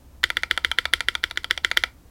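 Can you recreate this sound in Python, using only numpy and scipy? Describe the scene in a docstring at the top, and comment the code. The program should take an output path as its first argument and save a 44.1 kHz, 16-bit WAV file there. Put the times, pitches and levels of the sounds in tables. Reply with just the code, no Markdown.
"""The spacebar of a mechanical keyboard, tapped twelve times close to the microphone in a quiet room.
Each stroke scrapes over the switch's tactile bump and bottoms out in a double contact, which excites the
damped modes of bar, plate and case, while the finger's push thumps the desk. The bar then springs back
to its top stop with a lighter clack. The room adds faint reverberation; the hardest blows are clipped."""
import sys
import numpy as np
from scipy import signal
from scipy.fft import rfft, irfft, next_fast_len
from scipy.io import wavfile

SR = 44100
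rng = np.random.default_rng(int(sys.argv[2]) if len(sys.argv) > 2 else 0)


def wrap_up_sound(samples):
    """Save the sound to the file named by the first command line argument, as 16-bit audio."""
    columns = np.atleast_2d(samples).T
    # keep every value between -1 and 1, then stretch to whole-number steps
    tamed = np.clip(columns, -1, 1)
    steps = np.round(tamed * 32767).astype(np.int16)
    wavfile.write(sys.argv[1], SR, steps)


N = 92610

# modes of bar, plate and case: f/Hz, t60/s, level on pressing/dB, level on release/dB
BAR_MODES = [(352, 0.057, -36, -42.5), (495.6, 0.042, -32.5, -35.5), (681, 0.017, -34.5, -27),
             (948, 0.024, -24, -24.5), (1298.5, 0.02, -17, -12), (1367, 0.012, -9, -6.5),
             (2017, 0.0082, -6, -8), (2360, 0.021, -19.5, -20), (2753, 0.011, -11.5, -21.5),
             (3148, 0.011, -9.5, -10.5), (3462, 0.0087, -10.5, -8), (4426, 0.008, -14, -28.5),
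             (4618, 0.019, -18, -32), (5700, 0.0045, -26.5, -25)]
# the bar bottoms out: t/s, level/dB, spectral tilt/(dB per octave), tactile bump level/dB
PRESS_STROKES = [(0.2391, 2, 1.16, -25.5), (0.3695, -2, -.2, -43), (0.511, .5, 0.23, -40),
                 (.647, .5, 0.2, -38), (0.786, 1.1, 0.3, -36), (0.936, 2.5, 2, -31),
                 (1.0852, 0.15, 0.5, -42), (1.2388, -1.3, 0.4, -30), (1.3737, -4.5, -0.4, -46),
                 (1.5093, .5, 0.5, -32), (1.6471, 1, 0.35, -35), (1.7721, 3, 1.7, -36)]
# spectrum of the crack of a hard contact: f/Hz, relative level/dB
CRACK_SPECTRUM = [(1000, -33), (3500, -9), (5000, -2), (7000, -1.5), (8200, -9.5), (10000, -3.5),
                  (13000, -11.5), (16000, -20.5)]


def amp(db):
    """Amplitude ratio of a level in decibels."""
    return 10 ** (np.asarray(db) / 20)


def unit(x):
    """Normalisation to rms 1."""
    return x / np.sqrt(np.mean(x ** 2) + 1e-20)


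def along(points, hz):
    """Interpolation of (f/Hz, value) points on a logarithmic frequency axis."""
    point_hz, values = np.transpose(points)
    return np.interp(np.log(hz + 1), np.log(point_hz + 1), values)


def filtered(x, response):
    """Linear filtering: the spectrum of x times a frequency response."""
    size = next_fast_len(len(x) + 4096)
    return irfft(rfft(x, size) * response(np.fft.rfftfreq(size, 1 / SR)), size)[:len(x)]


def noise(spectrum, count):
    """Spectral shaping of white noise, at rms 1."""
    return unit(filtered(rng.standard_normal(count), lambda hz: amp(along(spectrum, hz))))


def fade(t, t60):
    """Exponential decay by 60 dB in t60 seconds."""
    return np.exp(-np.log(1000) * t / t60)


def rise(t, tau):
    """Exponential onset with a time constant of tau seconds."""
    return 1 - np.exp(-t / tau)


def add(track, start_s, sound):
    """Superposition of a sound on the track."""
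    part = track[max(round(start_s * SR), 0):][:len(sound)]
    part += sound[:len(part)]


def room_tone():
    """Background noise: broadband hiss and rumble, and a narrow band heard as a wavering drone."""
    # spectrum of the background: f/Hz, relative level/dB
    spectrum = [(12, -40), (20, -2.5), (22, -14), (43, -10), (60, -6), (81, -17.5), (98, -13.5), (187, -24),
                (228, -21.5), (270, -20), (399, -28), (759, -31.5), (2390, -42.5), (10800, -46),
                (16000, -46)]
    drone_hz, width_hz = 68.6, 8.9
    drone = filtered(rng.standard_normal(N), lambda hz: np.exp(-.5 * ((hz - drone_hz) / width_hz) ** 2))
    return amp(-51) * noise(spectrum, N) + amp(-51.5) * unit(drone)


def scrape(db, t60):
    """Friction noise: a soft plastic scuff of cap, stem and tactile leaf."""
    # spectrum of the scuff: f/Hz, relative level/dB
    spectrum = [(300, -39.5), (900, -3.5), (1450, 1.5), (2400, -7.5), (3450, -4.5), (4300, -1),
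                (6000, -20.5), (7500, -29.5), (10000, -30), (16000, -28)]
    t = np.arange(SR // 10) / SR
    return amp(db) * noise(spectrum, len(t)) * fade(t, t60) * rise(t, 0.0005)


def finger_touches():
    """Soft contact: the fingertip scuffs the cap before it moves."""
    # landings of the fingertip: t/s, level/dB
    touches = [(0.232, -17.5), (0.357, -48), (.501, -42), (.776, -41), (.9275, -42), (1.073, -45),
               (1.228, -43), (1.2295, -49), (1.3584, -36), (1.4988, -38), (1.6357, -41.5), (1.768, -22)]
    out = np.zeros(N)
    for start_s, db in touches:
        add(out, start_s, scrape(db, t60=0.019))
    return out


def clack(mode_hz, mode_t60, mode_db, tilt_db, crack_db, gap_ms, second_db):
    """Impact excitation: two plastic contacts in quick succession ring the modes, each with a crack."""
    t = np.arange(SR // 10) / SR
    ring = np.zeros(len(t))
    for k, (hz, t60, db) in enumerate(zip(mode_hz, mode_t60, mode_db)):
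        octaves = max(np.log2(hz / 2000), -.5)
        ring += (-1) ** k * amp(db + tilt_db * octaves) * np.sin(2 * np.pi * hz * t) * fade(t, t60)
    crack_gain = amp(crack_db + 2.55 * tilt_db)  # a brighter blow also cracks more
    crack = crack_gain * noise(CRACK_SPECTRUM, len(t)) * fade(t, t60=0.0093)
    # the second contact is a weaker, delayed copy: a comb filter
    return filtered(ring + crack,
                    lambda hz: 1 + amp(second_db) * np.exp(-2j * np.pi * hz * gap_ms / 1000))


def treble_wash(db):
    """Diffuse scattering: the room spreads the treble of a blow into a short hiss."""
    # spectrum of the scattered treble: f/Hz, relative level/dB
    spectrum = [(1000, -20), (2500, -6), (3800, 0.5), (5000, 2), (6500, -10.5), (8000, -7.5), (10500, -13),
                (15000, -20.5)]
    t = np.arange(SR // 3) / SR
    return amp(db) * noise(spectrum, len(t)) * fade(t, t60=0.19) * rise(t, 0.003)


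def in_room(sound):
    """Convolution with an impulse response: direct path, early scatter off the desk, reverberant tail."""
    # colour of the tail: f/Hz, level/dB
    tail_spectrum = [(200, -6), (600, -2.5), (1000, 3), (1300, -0.5), (1700, -9.5), (2250, -1.5),
                     (2700, -1.5), (3400, -7), (4700, -1), (7000, -11), (15000, -14.5)]
    # reverberation time: f/Hz, t60/s
    tail_t60 = [(300, 0.2), (2000, 0.2), (5000, 0.15), (14000, 0.19)]
    early_delay_s, tail_delay_s = 0.0033, 0.0079
    t = np.arange(SR // 2) / SR
    hz, frame_s, bands = signal.stft(rng.standard_normal(len(t)), SR, nperseg=256)
    bands *= fade(frame_s, along(tail_t60, hz)[:, None])
    tail = signal.istft(bands, SR, nperseg=256)[1][:len(t)] * (t > tail_delay_s)
    tail = filtered(tail / np.linalg.norm(tail), lambda f: amp(along(tail_spectrum, f)))
    early = rng.standard_normal(len(t)) * fade(t, t60=0.014) * (t > early_delay_s)
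    response = (t == 0) + amp(-17) * tail + amp(-14.5) * early / np.linalg.norm(early)
    return signal.fftconvolve(sound, response)


def downstrokes():
    """Friction, then impact: the stem rubs over the tactile bump and the bar bottoms out."""
    bump_lead_s = 0.0062
    hz, t60, mode_db, _ = np.transpose(BAR_MODES)
    out = np.zeros(N)
    for hit_s, db, tilt_db, bump_db in PRESS_STROKES:
        add(out, hit_s - bump_lead_s, scrape(bump_db, t60=0.043))
        impact = clack(hz, t60, mode_db, tilt_db, crack_db=-24.5, gap_ms=0.5583, second_db=-4.5)
        add(out, hit_s, amp(db) * in_room(impact))
        add(out, hit_s, treble_wash(db + tilt_db - 43.5))
    return out


def desk_thumps():
    """Damped vibration: each push of the finger sets the desk's low modes swaying."""
    # modes of the desk: f/Hz, level relative to the press/dB, t60/s
    modes = [(34.2, -39, 0.32), (73.1, -37, 0.24), (170, -50.5, .04)]
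    out, t = np.zeros(N), np.arange(SR // 2) / SR
    thump = sum(amp(db) * np.sin(2 * np.pi * hz * t) * fade(t, t60) for hz, db, t60 in modes)
    for hit_s, db, *_ in PRESS_STROKES:
        add(out, hit_s, amp(db) * thump * rise(t, 0.0094))
    return out


def upstrokes():
    """Elastic return: the leaf snaps free and rubs until the bar strikes its top stop."""
    # blows on the top stop: t/s, level/dB, contact gap/ms, second contact/dB, tilt/(dB per octave),
    # knock level/dB, clack level/dB, tick level/dB, clack f/Hz
    releases = [(0.3022, -1.4, .47, -10.5, 1, 3, -4, -1, 3330),
                (0.4338, -1, 0.47, -6.5, -0.4, 2.5, -5, 5, 3250),
                (0.5759, -0.5, 0.67, -15, 0.5, 6.5, -2.5, 3, 3310),
                (0.715, -2.5, 1.27, -9, 1, -1, 2, -4, 3290), (0.8544, -0.9, 1.74, -9, -.5, 4, -5, 11, 3530),
                (1.0059, -2, .42, -12, 1.6, 0.5, -4.5, 6.5, 3340),
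                (1.152, -3, 0.84, -12.5, 0.5, -2, 0, 6, 3350),
                (1.3106, -9.5, 0.28, -12.5, 1.7, 3, -6.5, 9, 3650),
                (1.4438, -7.5, 0.24, -17, 1, 1, 0, 9, 3210),
                (1.5763, -7, 0.36, -7.5, 1.5, 7.5, -3, 11, 3310),
                (1.714, -0.5, 0.45, -6, -0.5, 3, -2.5, 8.5, 3380),
                (1.8371, 2.5, .46, -8.5, 0, 3, -0.5, 2, 3310)]
    # knock, clack and tick: three bands of modes whose strength varies with how the bar lands
    band_hz, width_octaves = [654, 3330, 4560], [0.1, 0.13, 0.22]
    leaf_lead_s = 0.0105
    hz, t60, _, release_db = np.transpose(BAR_MODES)
    band_weights = np.exp(-.5 * (np.log2(hz[:, None] / band_hz) / width_octaves) ** 2)
    out, t = np.zeros(N), np.arange(SR // 20) / SR
    for hit_s, db, gap_ms, second_db, tilt_db, *band_db, clack_hz in releases:
        add(out, hit_s - leaf_lead_s, scrape(db=-44, t60=0.033))
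        leaf_snap = amp(-45.5) * noise(CRACK_SPECTRUM, len(t)) * fade(t, t60=0.011)
        add(out, hit_s - leaf_lead_s, leaf_snap)
        mode_hz = hz * (clack_hz / band_hz[1]) ** band_weights[:, 1]  # retunes the clack band
        mode_db = release_db + band_weights @ band_db
        impact = clack(mode_hz, t60, mode_db, tilt_db, crack_db=-27, gap_ms=gap_ms, second_db=second_db)
        add(out, hit_s, amp(db) * in_room(impact))
        add(out, hit_s, treble_wash(db + tilt_db - 48))
    return out


def scene():
    """Superposition of keyboard, desk and room at one microphone."""
    return (finger_touches() + downstrokes() + upstrokes() + desk_thumps() + room_tone())[None]


def record(dry):
    """Hard clipping of the highest peaks, followed by a band limit."""
    top_hz = 16200
    return filtered(np.clip(dry[0], -1, 1), lambda hz: hz < top_hz)[None]


dry = scene()
out = record(dry)
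wrap_up_sound(out)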